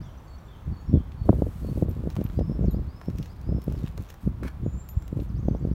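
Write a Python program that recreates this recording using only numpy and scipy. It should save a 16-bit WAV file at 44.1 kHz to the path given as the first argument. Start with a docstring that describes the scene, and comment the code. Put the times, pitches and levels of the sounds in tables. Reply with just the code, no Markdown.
"""Breezy gravel yard by a barn.

Gusts rumble and thump on a small microphone; the breeze washes through trees where small birds whistle.
A person moves with a rustle of clothes, carrying a bridle: steel buckles ring, reins slide.
Gravel crunches and slips underfoot and a sole scrapes once. Near sounds bounce off the barn wall."""
import sys
import numpy as np
from scipy import signal
from scipy.fft import rfft, irfft
from scipy.io import wavfile
from scipy.ndimage import uniform_filter1d

SR = 44100
rng = np.random.default_rng(int(sys.argv[2]) if len(sys.argv) > 2 else 0)


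def pcm_store(signal):
    """Save signal as 16-bit PCM."""
    levels = np.round(np.clip(np.atleast_2d(signal), -1, 1) * 32767)
    wavfile.write(sys.argv[1], SR, levels.astype(np.int16).T)


N = 253134
TIME_S = np.arange(N) / SR

# Levels are relative within each table.
# Gusts: start_s, length_s, buffet_db, flutter_re_buffet_db
GUSTS = [(0, 0.0065, -29.5, -19), (0.68, 0.036, -21, -20), (0.895, 0.1, -20.5, -18.5),
         (0.931, 0.045, -16.5, -9), (1.265, 0.12, -21, -6.5), (1.39, 0.094, -25.5, -3.5),
         (1.625, 0.095, -27, -6), (1.762, 0.16, -25, -5.5), (1.975, .1, -26.5, -4.5),
         (2.183, 0.027, -25.5, -4.5), (2.385, 0.037, -17.5, -8.5), (2.5, .07, -27.5, -7),
         (2.618, 0.0665, -17, -9.5), (2.727, 0.0835, -23, -11.5), (2.874, 0.011, -26, -27),
         (3.085, .14, -28, -15), (3.482, 0.099, -22, -8), (3.684, 0.056, -25, -9), (3.772, .065, -28, -9),
         (3.985, 0.025, -27, -8), (4.254, 0.043, -21, -18), (4.427, 0.03, -23.5, -6),
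         (4.617, 0.066, -24, -16), (4.739, 0.024, -24, -15.5), (5.174, 0.048, -24, -11),
         (5.341, 0.049, -23, -20), (5.458, .1, -23.5, -10.5), (5.619, 0.14, -26, -8)]
# Breeze between gusts: time_s, level_db
BREEZE_LEVEL = [(0, -37), (.15, -44), (.55, -46), (1.1, -34.5), (1.9, -31), (2.8, -26.5), (3.02, -44),
                (3.3, -35), (3.95, -32.5), (4.12, -68), (4.35, -31), (4.88, -41), (5.2, -27.5), (5.74, -29)]
# Rumble of large eddies: freq_hz, gain_db
BUFFET_SPECTRUM = [(12, -51), (20, -24.5), (43, 3), (65, 8), (113, -3.5), (166, -3), (245, -14),
                   (400, -25.5), (520, -59), (880, -120)]
# Strong single eddies: time_s, level_db, half_width_ms
THUMPS = [(0.896, -11.5, 1.46), (0.931, -8.5, 1.1), (0.941, 1, 1.22), (0.949, -6, 1.08), (0.956, -6, 1),
          (0.973, -7, 1.2), (1.217, -10.5, 2.6), (1.292, -3, 0.38), (1.295, 3.5, 0.74), (1.305, 1.5, 1.27),
          (1.33, -12, 0.47), (1.422, -3, 0.69), (1.716, -10.5, 1.8), (1.775, -17.5, 0.65),
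          (1.825, -4.5, 0.72), (1.831, -7.5, 1.02), (2.074, -10.5, 0.79), (2.191, -11, 1.03),
          (2.216, -12, 0.71), (2.252, -10, 1.56), (2.391, -11, 0.65), (2.411, -11.5, 0.66),
          (2.498, -10.5, 1.03), (2.593, -11.5, 0.96), (2.642, -15, 0.65), (2.746, -15.5, 0.7),
          (3.085, -10.5, 0.93), (3.2, -16, 1.1), (3.528, -15.5, 0.84), (3.548, -12.5, 1.2),
          (3.681, -9, 0.85), (3.842, -9, 1.34), (4.276, -6.5, 1.07), (4.664, -8.5, 0.89), (4.973, -5.5, 3),
          (5.129, -12, 0.97), (5.172, -9.5, 1.53), (5.193, -13, 0.93), (5.485, -7.5, 0.63),
          (5.512, -9, 1.2), (5.55, -16, 0.52), (5.652, -8.5, 0.9), (5.715, -8, 1.22)]
# Response of the microphone opening: freq_hz, gain_db
PORT_SPECTRUM = [(20, -20), (40, -1.5), (80, 1), (200, 0.5), (400, -0.5), (560, 4), (800, 2), (1500, 0.5)]
# Breeze in the trees: freq_hz, gain_db
TREE_SPECTRUM = [(15, -31), (25, -1.5), (64, 2), (99, -3), (221, -14), (410, -20.5), (1110, -22),
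                 (1850, -32.5), (3000, -39), (3440, -38.5), (4870, -46.5), (5580, -46.5), (7910, -54.5),
                 (12200, -56.5), (15500, -48.5)]
# Bird syllables, by name: length_s, rasp_ratio, swell_db, evenly spaced pitches_hz
SYLLABLES = { "tee": (.105, .005, 2, [4720, 4500, 4530, 4470, 4500]),
             "chu": (0.11, .03, 0, [3600, 3540, 3150, 3290]),
             "slur": (.27, .006, 3, [3950, 5000, 5380, 5530, 5650, 5700, 5660]),
             "dip": (0.087, 0.024, 0, [6170, 4700, 4180, 3680]),
             "lift": (.056, .02, 3, [4230, 5000, 5400, 5800]),
             "whistle": (.27, .003, 15, [6400, 6880, 7020, 7170, 7320, 7380, 7420]),
             "sweep": (.075, 0.027, -2, [4180, 5460, 6260, 7340, 8400]),
             "thin": (0.15, 0.01, 0, [6140, 5750, 5870, 6020]),
             "arch": (0.063, 0.0077, 0, [5400, 5430, 5560, 5150]),
             "pip": (0.014, .01, 0, [5600, 5900, 5850]), "flick": (0.032, .025, 0, [7500, 5200, 4100]), }
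# Steadily repeated syllables, by name: first_s, period_s, count, level_db, pitch_ratio
REFRAINS = { "tee": (.264, .451, 4, -64.2, .985), "chu": (.018, .454, 3, -64.5, .985),
            "slur": (2.315, .543, 3, -66.7, .945), "dip": (2.65, .55, 3, -66, .96),
            "lift": (2.727, .552, 2, -65, .93), }
# Free twitter, rows by syllable name: start_s, level_db, pitch_ratio
TWITTER = { "tee": [(5.58, -75, 1.02)], "flick": [(5.285, -68.5, 0.91), (5.472, -68, 1), (5.66, -70, 0.93)],
           "whistle": [(4.61, -65, 1)], "sweep": [(.005, -66.5, 0.94), (5.345, -66.5, 0.89),
           (5.535, -68.5, 0.96), (5.705, -69, 0.96)], "thin": [(0, -72, 0.99), (.22, -76, 1.28),
           (.37, -82, 1.27), (.54, -80, 1.07), (.75, -77, 1.16), (4.94, -70, 1.26), (5.41, -72, 1.05)],
           "arch": [(.857, -68, 1)], "pip": [(.175, -65, 1.02), (.277, -68, 1.1), (.38, -65, .99)], }
# Movements stirring clothes, leather and grit: start_s, length_s, hiss_db, swell_db, crackle_db
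MOVEMENTS = [(1.259, 0.54, -61.5, 4.5, -76), (1.889, 0.49, -68.5, 1.5, -69), (2.48, .35, -73.5, -6, -81),
             (2.983, 0.35, -71, 0, -71), (3.595, 0.29, -69, 7, -67), (3.966, 0.15, -71, 2, -67),
             (4.214, 0.049, -65, -1, -74), (5.17, 0.06, -67.5, 1, -67.5)]
# Rubbing cloth: freq_hz, gain_db
CLOTH_SPECTRUM = [(600, -8.5), (1500, 4), (3000, 2), (6000, -1.5), (9000, -0.5), (10400, -2.5), (12500, 2),
                  (15500, -3)]
# Gravel crunches and strap snaps: start_s, level_db, treble_tilt, body_db
CRUNCHES = [(1.119, -48, -18.5, -13.5), (1.7767, -46.5, -7, -5), (1.9104, -48.5, -10.5, -24),
            (2.1015, -39.5, -12, -2.5), (2.154, -42, -10, -2), (2.165, -29.5, -13.5, 5),
            (2.2112, -41, -14, -3), (2.2626, -43.5, -30, -11), (2.298, -40, -36, -2),
            (2.393, -43.5, -17, -7), (3.014, -35.5, -13.5, 8), (3.1004, -44.5, -13, -3),
            (3.184, -40, -11.5, -11), (3.2272, -42, -15, -24), (3.258, -43.5, -13, -8),
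            (3.4127, -50, -8, -8), (3.618, -45, -9.5, -8), (3.641, -44, 7, -17), (3.7226, -42, -6.5, 2),
            (3.8619, -45.5, -22, -12), (3.873, -40, -38, -5), (3.9773, -36.5, -11.5, 1.5),
            (4.0213, -47, -2, -17), (4.101, -38, -10, -5), (4.141, -41, -10, -2), (4.888, -46, -10.5, -17),
            (5.0226, -43, -9, 3), (5.079, -43.5, -9, -13), (5.2, -47.5, -21, -30)]
# Clicking stones: freq_hz, gain_db
STONE_SPECTRUM = [(500, 9), (1200, 8.5), (2300, 1.5), (3500, -3), (4700, -3.5), (5700, 4), (7500, -0.5),
                  (10400, 2.5), (13000, 6), (15500, 6)]
# Modes of two buckles: freq_hz, level_db, base_t60_s, buckle_index
BUCKLE_MODES = [(6940, -11, 0.28, 0), (13030, 0.5, 0.24, 0), (13140, -14, 0.063, 0), (7208, -23, 0.14, 1),
                (13160, -0.5, 0.1, 1), (13330, -19, .08, 1)]
# Buckle strikes: start_s, buckle_0_db, buckle_1_db, t60_ratio
CLINKS = [(1.892, -87, -48, 0.91), (2.241, -59, -38, 0.32), (2.709, -49, -96, 0.53),
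          (4.889, -43, -75, 0.55), (5.221, -80, -56, .6)]
# Steps that stir loose grit: start_s, length_s, level_db
STEPS = [(2.088, 0.31, -66), (3.693, 0.15, -62), (4.02, 0.098, -62)]
# Rein slides: peak_s, level_db, half_width_s
SWISHES = [(2.115, -60, .015), (2.652, -64, 0.031), (3.184, -61, 0.018), (3.254, -61.5, 0.034),
           (3.735, -67, 0.011), (4.097, -57, 0.015)]
# Sliding leather: freq_hz, gain_db
LEATHER_SPECTRUM = [(1000, -30), (2500, 4), (4500, -12), (6300, 0), (7500, -8), (9500, -25), (15000, -7)]
# Resonances of dragged stones: freq_hz, width_hz, level_db
SCRAPE_MODES = [(1060, 100, 7), (1390, 400, 1.5), (1680, 75, 3), (2240, 210, -3), (3100, 250, -24),
                (4000, 260, -28)]


def gain(db):
    """Decibels to amplitude."""
    return 10 ** (np.asarray(db) / 20)


def unit_rms(x):
    """Scales to rms 1."""
    return x / np.sqrt(np.mean(x ** 2) + 1e-20)


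def local_unit_rms(x, samples):
    """Scales to rms 1 over a sliding window."""
    power = uniform_filter1d(uniform_filter1d(x ** 2, samples), samples)
    return x / np.sqrt(abs(power) + 1e-12)


def coloured(x, spectrum):
    """Filters by (freq_hz, gain_db) points."""
    hz, db = np.transpose(spectrum)
    bins_hz = np.fft.rfftfreq(len(x), 1 / SR)
    return irfft(rfft(x) * gain(np.interp(np.log(bins_hz + 1), np.log(hz), db)), len(x))


def highpass(x, cutoff_hz):
    """Second-order bass cut."""
    return signal.sosfilt(signal.butter(2, cutoff_hz, "high", fs=SR, output="sos"), x)


def add(mix, start_s, sound):
    """Mixes a sound in place."""
    part = mix[max(round(start_s * SR), 0):][:len(sound)]
    part += sound[:len(part)]


def grains(per_s, spread_db, samples=N):
    """Random clicks, most small, a few large."""
    sizes = gain(spread_db * np.minimum(rng.exponential(1, samples), 4))
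    return sizes * rng.choice([-1, 1], samples) * (rng.random(samples) < per_s / SR)


def envelope(start_s, length_s, rise_s, fall_s):
    """Gaussian rise up to the start, hold, Gaussian fall."""
    out = np.zeros(N)
    span = slice(*np.searchsorted(TIME_S, [start_s - 5 * rise_s, start_s + length_s + 5 * fall_s]))
    early_s = np.maximum(start_s - TIME_S[span], 0)
    late_s = np.maximum(TIME_S[span] - start_s - length_s, 0)
    out[span] = np.exp(-(early_s / rise_s) ** 2 - (late_s / fall_s) ** 2)
    return out


def eddy(half_width_ms):
    """Pressure of a passing eddy: narrow core at sample 2048, wide skirt of opposite sign."""
    u = np.clip(np.arange(-2048, 6144) / SR * 1000 / half_width_ms, -99, 99)
    core = 1 / np.cosh(u) ** 2
    skirt = 1 / np.cosh(u / 3) ** 2 / 3
    return highpass(core - skirt, cutoff_hz=45)


def gusts(rise_s=0.015, fall_s=0.018, flutter_edge_ratio=0.68, breeze_flutter_db=-22):
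    """Buffet and flutter gains. Small eddies form at a gust's height, so flutter has shorter edges."""
    buffet_power = gain(np.interp(TIME_S, *np.transpose(BREEZE_LEVEL))) ** 2
    flutter_power = buffet_power * gain(breeze_flutter_db) ** 2
    flutter_edges_s = flutter_edge_ratio * rise_s, flutter_edge_ratio * fall_s
    for start_s, length_s, db, flutter_db in GUSTS:
        buffet_power += (gain(db) * envelope(start_s, length_s, rise_s, fall_s)) ** 2
        flutter_power += (gain(db + flutter_db) * envelope(start_s, length_s, *flutter_edges_s)) ** 2
    return np.sqrt(buffet_power), np.sqrt(flutter_power)


def wind(buffet_db=-4, flutter_db=-5, thump_db=-1, eddy_sizes_ms=(0.87, 1.27), lump_db=3):
    """At the microphone large eddies rumble and small ones flutter, in lumps; the strongest thump."""
    wobble = coloured(rng.standard_normal(N), [(8, -14), (16, -3.5), (40, 3), (90, -34.5), (300, -100)])
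    lumps = unit_rms(gain(lump_db * unit_rms(wobble)))
    buffet = local_unit_rms(coloured(rng.standard_normal(N), BUFFET_SPECTRUM), samples=1500)
    eddies = sum(signal.oaconvolve(grains(130, 6.3), eddy(ms), "same") for ms in eddy_sizes_ms)
    flutter = local_unit_rms(highpass(eddies, cutoff_hz=230), samples=1200)
    thumps = np.zeros(N)
    for time_s, db, half_width_ms in THUMPS:
        add(thumps, time_s - 2048 / SR, -gain(db) * eddy(half_width_ms))
    buffet_gain, flutter_gain = gusts()
    turbulence = gain(buffet_db) * buffet_gain * buffet + gain(flutter_db) * flutter_gain * flutter
    return coloured(lumps * turbulence + gain(thump_db) * thumps, PORT_SPECTRUM)


def tree_wash(start_db=-44, end_db=-45.5):
    """Breeze in distant trees: smooth noise, slowly easing."""
    wash = unit_rms(coloured(rng.standard_normal(N), TREE_SPECTRUM))
    return gain(np.linspace(start_db, end_db, N)) * wash


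def bird_notes():
    """Yields refrains, then twitter: name, start_s, level_db, pitch_ratio."""
    for name, (first_s, period_s, count, db, pitch_ratio) in REFRAINS.items():
        for k in range(round(count)):
            yield name, first_s + k * period_s, db, pitch_ratio
    for name, rows in TWITTER.items():
        for row in rows:
            yield name, *row


def birds(flicker_db=4):
    """Each syllable is a gliding whistle, roughened by a quick pitch tremor; its level flickers."""
    out = np.zeros(N)
    for name, start_s, db, pitch_ratio in bird_notes():
        length_s, rasp_ratio, swell_db, pitches_hz = SYLLABLES[name]
        progress = np.linspace(0, 1, int(length_s * SR))
        contour = np.interp(progress, np.linspace(0, 1, len(pitches_hz)), pitches_hz)
        glide = uniform_filter1d(contour, size=400, mode="nearest")
        effort = signal.windows.tukey(len(progress), 0.4) * gain(swell_db * (progress - 0.5))
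        flicker = np.interp(progress, np.linspace(0, 1, 16), rng.standard_normal(16))
        tremor = unit_rms(uniform_filter1d(rng.standard_normal(len(progress)), size=70))
        pitch_hz = glide * pitch_ratio * (1 + rasp_ratio * tremor)
        whistle = np.sin(2 * np.pi * np.cumsum(pitch_hz) / SR)
        add(out, start_s, gain(db + flicker_db * flicker) * effort * whistle)
    return out


def rustle(still_hiss_db=-73, still_crackle_db=-81.5, catch_share=0.37, clump_db=0.9, tick_s=0.0005):
    """Sliding fibres hiss and catch, loose grit crackles; both go on faintly between movements."""
    hiss_gain, crackle_gain = gain(still_hiss_db), gain(still_crackle_db)
    for start_s, length_s, hiss_db, swell_db, crackle_db in MOVEMENTS:
        swell = gain(swell_db * np.clip((TIME_S - start_s) / length_s - 0.5, -0.5, 0.5))
        motion = swell * envelope(start_s, length_s, rise_s=0.011, fall_s=0.049)
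        hiss_gain = np.maximum(hiss_gain, gain(hiss_db) * motion)
        crackle_gain = np.maximum(crackle_gain, gain(crackle_db) * motion)
    rub = (1 - catch_share) * rng.standard_normal(N) + catch_share * unit_rms(grains(1500, 3.8))
    clumps = gain(clump_db * unit_rms(uniform_filter1d(rng.standard_normal(N), size=700)))
    hiss = unit_rms(coloured(rub * clumps, CLOTH_SPECTRUM))
    impacts = grains(per_s=170, spread_db=2.6)
    tick = rng.standard_normal(200) * np.exp(-np.arange(200) / SR / tick_s)
    crackle = unit_rms(coloured(signal.oaconvolve(impacts, tick)[:N], CLOTH_SPECTRUM))
    return hiss_gain * hiss + crackle_gain * crackle


def crunches(trim_db=-2, rise_s=0.00076, decay_s=0.0017, settle_db=-16, settle_s=0.0054):
    """Sharp bursts of stone clicks, then grit settling; bigger stones sound lower."""
    out, t = np.zeros(N), np.arange(4096) / SR
    decay = np.exp(-t / decay_s) + gain(settle_db) * np.exp(-t / settle_s)
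    shape = (1 - np.exp(-t / rise_s)) * decay
    lead_samples = 256  # room for filter pre-ring
    for start_s, db, treble_tilt, body_db in CRUNCHES:
        clicks = np.pad(shape * unit_rms(grains(5000, 3, len(t))), (lead_samples, 0))
        tilt = [(1400, body_db + 1), (2800, 0.0066), (4000, 0.0041), (10000, 1.9 * (treble_tilt + 4))]
        burst = coloured(coloured(clicks, STONE_SPECTRUM), tilt)
        burst *= np.sqrt(SR * decay_s) / np.linalg.norm(burst)
        add(out, start_s - lead_samples / SR, gain(db + trim_db) * burst)
    return out


def buckles():
    """Two small steel buckles ring; leather lying against them shortens the ring."""
    out, t = np.zeros(N), np.arange(SR // 2) / SR
    for start_s, *strikes_db, t60_ratio in CLINKS:
        for hz, db, base_t60_s, buckle in BUCKLE_MODES:
            ring_db = strikes_db[round(buckle)] + db - 60 * t / (base_t60_s * t60_ratio)
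            add(out, start_s, gain(ring_db) * np.sin(2 * np.pi * hz * t))
    return out


def grit(decay_s=0.0011, edge_s=0.02):
    """Small stones slip and click at random under a step."""
    weight = sum(gain(db) * envelope(start_s, length_s, edge_s, edge_s)
                 for start_s, length_s, db in STEPS)
    decay = np.exp(-np.arange(512) / SR / decay_s)
    slips = signal.oaconvolve(abs(grains(per_s=330, spread_db=4)), decay)[:N]
    clicks = coloured(slips * rng.standard_normal(N), STONE_SPECTRUM)
    return weight * unit_rms(coloured(clicks, [(1400, 6), (3500, 13), (10000, -10)]))


def reins():
    """Reins slide over each other in short, bright swishes."""
    swishes = sum(gain(db) * np.exp(-((TIME_S - peak_s) / half_width_s) ** 2)
                  for peak_s, db, half_width_s in SWISHES)
    return swishes * unit_rms(coloured(grains(per_s=6000, spread_db=5.6), LEATHER_SPECTRUM))


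def scrape(start_s=4.434, length_s=0.052, drag_db=-47, grit_db=-21,
           bite_db=5, bite_s=0.0062, catch_db=7, catch_s=0.004):
    """A sole bites, drags stones and catches as it stops; they rattle in broad resonances."""
    bins_hz = np.fft.rfftfreq(N, 1 / SR)
    modes = sum(gain(db) / (1 + 2j * (bins_hz - hz) / width_hz) for hz, width_hz, db in SCRAPE_MODES)
    stones = irfft(rfft(grains(per_s=5700, spread_db=2.9)) * (modes + gain(grit_db)), N)
    bite = envelope(start_s, 0, bite_s, bite_s)
    drag = envelope(start_s, length_s, rise_s=0.0036, fall_s=0.0044)
    catch = envelope(start_s + length_s - catch_s, 0, catch_s, catch_s)
    return gain(drag_db + bite_db * bite + catch_db * catch) * drag * unit_rms(stones)


def echoes(x, t60_s, delay_s):
    """Scattered, decaying reflections of unit energy."""
    t = np.arange(SR) / SR
    taps = grains(2000, 0.97, samples=SR) * gain(-60 * t / t60_s) * (t > delay_s)
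    return signal.fftconvolve(x, taps / np.linalg.norm(taps))[:N]


def scene():
    """Mono mix. Gravel and bridle bounce off the barn wall; birds echo among the trees."""
    near = crunches() + grit() + scrape() + reins() + buckles()
    song = birds()
    yard = near + gain(-11.5) * echoes(near, t60_s=0.24, delay_s=0.0039)
    trees = song + gain(-5) * echoes(song, t60_s=0.75, delay_s=0.012)
    return (wind() + tree_wash() + rustle() + yard + trees)[None]


def record(dry, fade_s=0.006, cutoff_hz=15900):
    """Short fades at both ends, then a low-pass."""
    to_edge_s = np.minimum(TIME_S, TIME_S[::-1])
    fade = np.sin(np.pi / 2 * np.minimum(to_edge_s / fade_s, 1)) ** 2
    lowpass = signal.firwin(511, cutoff_hz, window=("kaiser", 9), fs=SR)
    return signal.oaconvolve(dry * fade, lowpass[None], "same")


dry = scene()
out = record(dry)
pcm_store(out)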